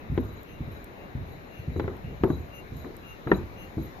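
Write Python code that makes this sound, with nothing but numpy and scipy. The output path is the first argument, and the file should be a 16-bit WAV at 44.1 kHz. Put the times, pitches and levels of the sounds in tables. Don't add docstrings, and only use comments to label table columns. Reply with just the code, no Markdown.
import sys
import numpy as np
from scipy import signal
from scipy.fft import rfft, irfft
from scipy.io import wavfile
from scipy.ndimage import uniform_filter1d

SR = 44100
rng = np.random.default_rng(int(sys.argv[2]) if len(sys.argv) > 2 else 0)


def store_pcm(level_fs):
    pcm = np.round(np.clip(level_fs, -1, 1) * 32767).astype(np.int16)
    wavfile.write(sys.argv[1], SR, np.atleast_2d(pcm).T)


N = 176400


def amp(db):
    return 10 ** (np.asarray(db) / 20)


def unit(x):
    return x / np.sqrt(np.mean(x ** 2) + 1e-20)


def read(points, hz):
    f, value = np.transpose(points)
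    return np.interp(np.log(hz + 1), np.log(f + 1), value)


def pan(db):
    return amp(np.array([[db], [-db]]))


def add(mix, start, sound):
    at = round(start * SR)
    sound = sound[..., max(-at, 0):]
    part = mix[:, max(at, 0):][:, :sound.shape[-1]]
    part += sound[..., :part.shape[1]]


def noise(colour, likeness, size):
    hz = np.fft.rfftfreq(size, 1 / SR)
    left, other = rfft(rng.standard_normal((2, size)))
    alike = np.clip(read(likeness, hz), -1, 1)
    right = alike * left + np.sqrt(1 - alike ** 2) * other
    return unit(irfft(np.array([left, right]) * amp(read(colour, hz)), size))


def shape(x, gain_db, size):
    hz, t, spectrum = signal.stft(x, SR, nperseg=size)
    shaped = spectrum * amp(gain_db(hz[:, None], t))
    return signal.istft(shaped, SR, nperseg=size)[1][:, :x.shape[1]]


def soften(x, hz):
    return signal.sosfilt(signal.butter(2, min(hz, SR / 3), fs=SR, output="sos"), x)


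# f/Hz, level/dB
AIR_COLOUR = [(10, -10.5), (25, 10), (59, 0), (130, -2.5), (377, -5), (700, -9.5), (1420, -15.5),
              (2280, -16.5), (3270, -29.5), (3970, -23.5), (4560, -34.5), (5850, -36.5), (6910, -35),
              (7510, -51.5), (9900, -56.5), (10900, -37.5), (12000, -33.5), (14300, -37), (15000, -52)]
# f/Hz, lean/dB
AIR_LEAN = [(80, -0.5), (700, 2.5), (2400, 2.5), (4300, 2.5), (12000, -0.5)]
# f/Hz, likeness
AIR_LIKENESS = [(60, 0.15), (130, 0.76), (290, 0.69), (630, 0.11), (1390, -0.62), (3050, 0.11),
                (6700, -0.05)]

def background(level_db=-43.5, patch_db=1.5, hiss_from_hz=4000, growth_db_per_s=1):
    def drift(hz, t):
        speckle = rng.standard_normal((len(hz), len(t)))
        patches = unit(uniform_filter1d(uniform_filter1d(speckle, size=10, axis=0), size=8, axis=1))
        lean = read(AIR_LEAN, hz)
        growth = growth_db_per_s * (t - t.mean()) * (hz > hiss_from_hz)
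        return patch_db * patches + growth + np.array([lean, -lean])
    return amp(level_db) * shape(noise(AIR_COLOUR, AIR_LIKENESS, N), drift, size=1024)


def rubbing_tone(hz, width_hz, stutter_db, t, glide=0):
    wobble = uniform_filter1d(rng.standard_normal((2, len(t))), size=24)
    wobble_hz = wobble * np.sqrt(width_hz * SR / (2 * np.pi))
    turns = np.cumsum(hz * (1 + glide * t) + wobble_hz, axis=1) / SR + rng.random((2, 1))
    grip = unit(soften(rng.standard_normal(len(t)), hz=26))
    return unit(np.sin(2 * np.pi * turns) * amp(stutter_db * grip))


# middle t/s, length/s, low tone level/dB, high level/dB
STRIDE_SQUEAKS = [(.03, 0.094, -67, -88), (.30, 0.38, -66.5, -73), (.52, 0.18, -60.5, -69.5),
                  (.76, 0.19, -62, -75), (1.03, 0.15, -63, -87), (1.33, 0.15, -63.5, -74.5),
                  (1.585, 0.2, -56, -69), (1.785, 0.13, -56.5, -72.5), (2.09, 0.16, -61, -92),
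                  (2.35, 0.28, -62, -71), (2.57, 0.13, -52, -62.5), (2.80, 0.18, -63, -71.5),
                  (3.10, 0.16, -51.5, -65.5), (3.34, .15, -57, -67.5), (3.62, 0.14, -53, -63),
                  (3.85, 0.15, -60, -69.5)]
# f/Hz, width/Hz, level/dB, lean left/dB
HIGH_TONES = [
    [(6200, 52, -1.5, 1), (11170, 120, -6.5, -4), (12480, 310, 0.5, -4.5)],
    [(6700, 90, -1.5, 4), (11770, 61, 5, -6)],
]
LOW_HZ, LOW_WIDTH_HZ, LOW_GLIDE = (2783, 3932), (4, 11), (-0.06, 0.09)
HIGH_GLIDE, HIGH_SHARPNESS, STUTTER_DB = (0.28, 0.06), (2.3, 0.71), (1.5, 4.5)

def squeaks(lead_hz=2580, lead_db=-65.5, lead_s=0.021):
    out, t = np.zeros((2, N)), np.arange(SR // 2) / SR
    t = t - t.mean()
    to_left = pan(3.5)
    for k, (middle, length, low_db, high_db) in enumerate(STRIDE_SQUEAKS):
        way = k % 2
        start, width, stutter = middle + t[0], LOW_WIDTH_HZ[way], STUTTER_DB[way]
        pitch = 1 + 0.0025 * rng.standard_normal()
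        low = amp(low_db) * to_left * rubbing_tone(LOW_HZ[way], width, stutter, t, LOW_GLIDE[way])
        high = 0
        for hz, high_width, db, lean in HIGH_TONES[way]:
            tone = rubbing_tone(hz * pitch, high_width, stutter, t, HIGH_GLIDE[way])
            high += amp(high_db + db) * pan(lean) * tone
        swell = abs(np.cos(np.pi * np.clip(t / length, -0.5, 0.5)))
        add(out, start, low * swell + high * swell ** HIGH_SHARPNESS[way])
        if way == 0:
            lead = amp(lead_db) * to_left * rubbing_tone(lead_hz, width, stutter, t)
            add(out, start - lead_s, lead * swell ** 2)
    return out


def ring(notes, pitch, t):
    return sum(amp(db - 60 * t / fade) * np.sin(2 * np.pi * hz * pitch * t) for hz, db, fade in notes)


# f/Hz, fade/s
BRIDGE_FADE = [(60, 0.63), (150, 0.51), (350, 0.35), (700, 0.37), (1500, 0.33), (4000, 0.082)]
# f/Hz, likeness
BLOW_LIKENESS = [(50, 0.67), (300, 0.82), (1500, 0.8), (4000, 0.09)]

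def bridge_shake(colour, t, rise_s=0.0018):
    blur = noise(colour, BLOW_LIKENESS, len(t))
    tail = shape(blur, lambda hz, age: -60 * age / read(BRIDGE_FADE, hz), size=512)
    return tail * (1 - np.exp(-t / rise_s))


# t/s, level/dB, dulled above f/Hz
SHOE_HITS = [(0.098, -16, 131), (0.119, -17.5, 315), (0.176, -16, 308), (.605, -20.5, 330),
             (0.676, -25, 243), (1.151, -17.5, 237), (1.219, -29, 252), (1.59, -25.5, 180),
             (1.677, -18.5, 227), (1.760, -16, 450), (1.844, -20, 300), (2.044, -18.5, 144),
             (2.104, -29, 280), (2.21, -22, 200), (2.24, -14.5, 220), (2.301, -15.5, 336), (2.72, -21, 174),
             (2.756, -24.5, 200), (3.265, -20.5, 263), (3.313, -12, 198), (3.770, -17, 262)]
# f/Hz, level/dB, fade/s
DECK_NOTES = [(58.2, -29.5, 0.65), (87.8, -18, 0.37), (125, -9, 0.03), (145, -9, 0.094),
              (244, -10.5, 0.075)]
# f/Hz, level/dB
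STEP_COLOUR = [(25, -39.5), (58, 4.5), (130, -1.5), (350, -8), (600, -17), (5000, -73.5)]

def footsteps(shake_db=-12):
    out, t = np.zeros((2, N)), np.arange(SR) / SR
    boom = ring(DECK_NOTES, pitch=0.99, t=t)
    for start, db, bright_hz in SHOE_HITS:
        shake = amp(shake_db) * bridge_shake(STEP_COLOUR, t)
        add(out, start, amp(db) * soften(shake - boom, bright_hz))
    return out


# t/s, level/dB, dulled above f/Hz, pitch factor, extra shake/dB, crack level/dB,
# hollow note f/Hz (played 1% lower)
PLANK_HITS = [(0.1766, -15, 620, 1.04, 1.5, -31, 258.5), (1.761, -23, 655, 0.97, 0.5, -50, 402),
              (1.797, -20, 1280, 1.1, -2.5, -29, 340), (1.84, -27, 1050, 1.1, 0, -53, 436),
              (1.8781, -22, 1200, 1.1, 4.5, -39.5, 412), (2.2358, -9.5, 890, .94, 1.5, -27.5, 377),
              (2.301, -18.5, 950, 0.83, 0.5, -39.5, 163), (2.844, -37, 980, 0.7, 17, -46, 310),
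              (3.2715, -24.5, 2900, 0.92, 7.5, -42, 303), (3.3161, -7, 2810, 1., -2.5, -23.5, 189),
              (3.779, -19, 380, 0.85, 1.5, -67, 329)]
# f/Hz, level/dB, fade/s
PLANK_NOTES = [(250.7, -16.5, 0.23), (340, -3.5, 0.061), (384, -2.5, 0.06), (467, -8.5, .05),
               (596, -14, 0.053), (755, -9.5, 0.043), (945, -12, 0.062), (1371, -4, 0.028),
               (1804, -3.5, 0.03)]
# f/Hz, level/dB
KNOCK_COLOUR = [(40, -29.5), (150, -10), (350, 5), (600, -11.5), (1200, -14), (1900, -22), (3000, -22),
                (6000, -44.5)]
CRACK_COLOUR = [(300, -31), (900, 3), (1900, -4), (2500, -10), (3700, -14), (5000, -23)]

def loose_planks(shake_db=-16, settle_s=0.0005, hollow_rise_s=0.017, crack_fade_s=0.042, top_hz=4370):
    out, t = np.zeros((2, N)), np.arange(SR) / SR
    ear_t = np.array([t, np.maximum(t - 0.00018, 0)])
    hollow_db, hollow_fade_s = -0.5, 0.11
    for start, db, bright_hz, pitch, extra_db, crack_db, hollow_hz in PLANK_HITS:
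        plank = ring(PLANK_NOTES, pitch, ear_t) * (1 - np.exp(-ear_t / settle_s))
        hollow = ring([(hollow_hz, hollow_db, hollow_fade_s)], pitch=0.99, t=t)
        hollow *= 1 - np.exp(-(t / hollow_rise_s) ** 2)
        shake = amp(shake_db + extra_db) * bridge_shake(KNOCK_COLOUR, t)
        add(out, start, amp(db) * soften(plank + hollow + shake, bright_hz))
        crack = amp(-60 * t / crack_fade_s) * noise(CRACK_COLOUR, BLOW_LIKENESS, len(t))
        add(out, start, amp(crack_db) * soften(soften(crack, top_hz), top_hz))
    return out * pan(1.5)


# t/s, level/dB
TICK_TIMES = [(0.433, -49), (.844, -39), (1.968, -48), (2.243, -42), (2.769, -43), (2.967, -38)]
# f/Hz, level/dB
TICK_TREBLE = [(3000, -16), (6000, -10), (9000, -2.5), (11500, -15), (13500, 14), (14700, -12)]

def ticks(fade_s=0.0076):
    out, t = np.zeros((2, N)), np.arange(SR // 20) / SR
    for start, db in TICK_TIMES:
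        add(out, start, amp(db - 60 * t / fade_s) * noise(TICK_TREBLE, AIR_LIKENESS, len(t)))
    return out * pan(-2)


def scene():
    return background() + squeaks() + footsteps() + loose_planks() + ticks()


def record(dry, low_hz=43, high_hz=14750):
    trimmed = signal.sosfilt(signal.butter(2, low_hz, "high", fs=SR, output="sos"), dry)
    treble_cut = signal.firwin(511, high_hz, window=("kaiser", 9), fs=SR)
    return signal.oaconvolve(trimmed, treble_cut[None], "same")


dry = scene()
out = record(dry)
store_pcm(out)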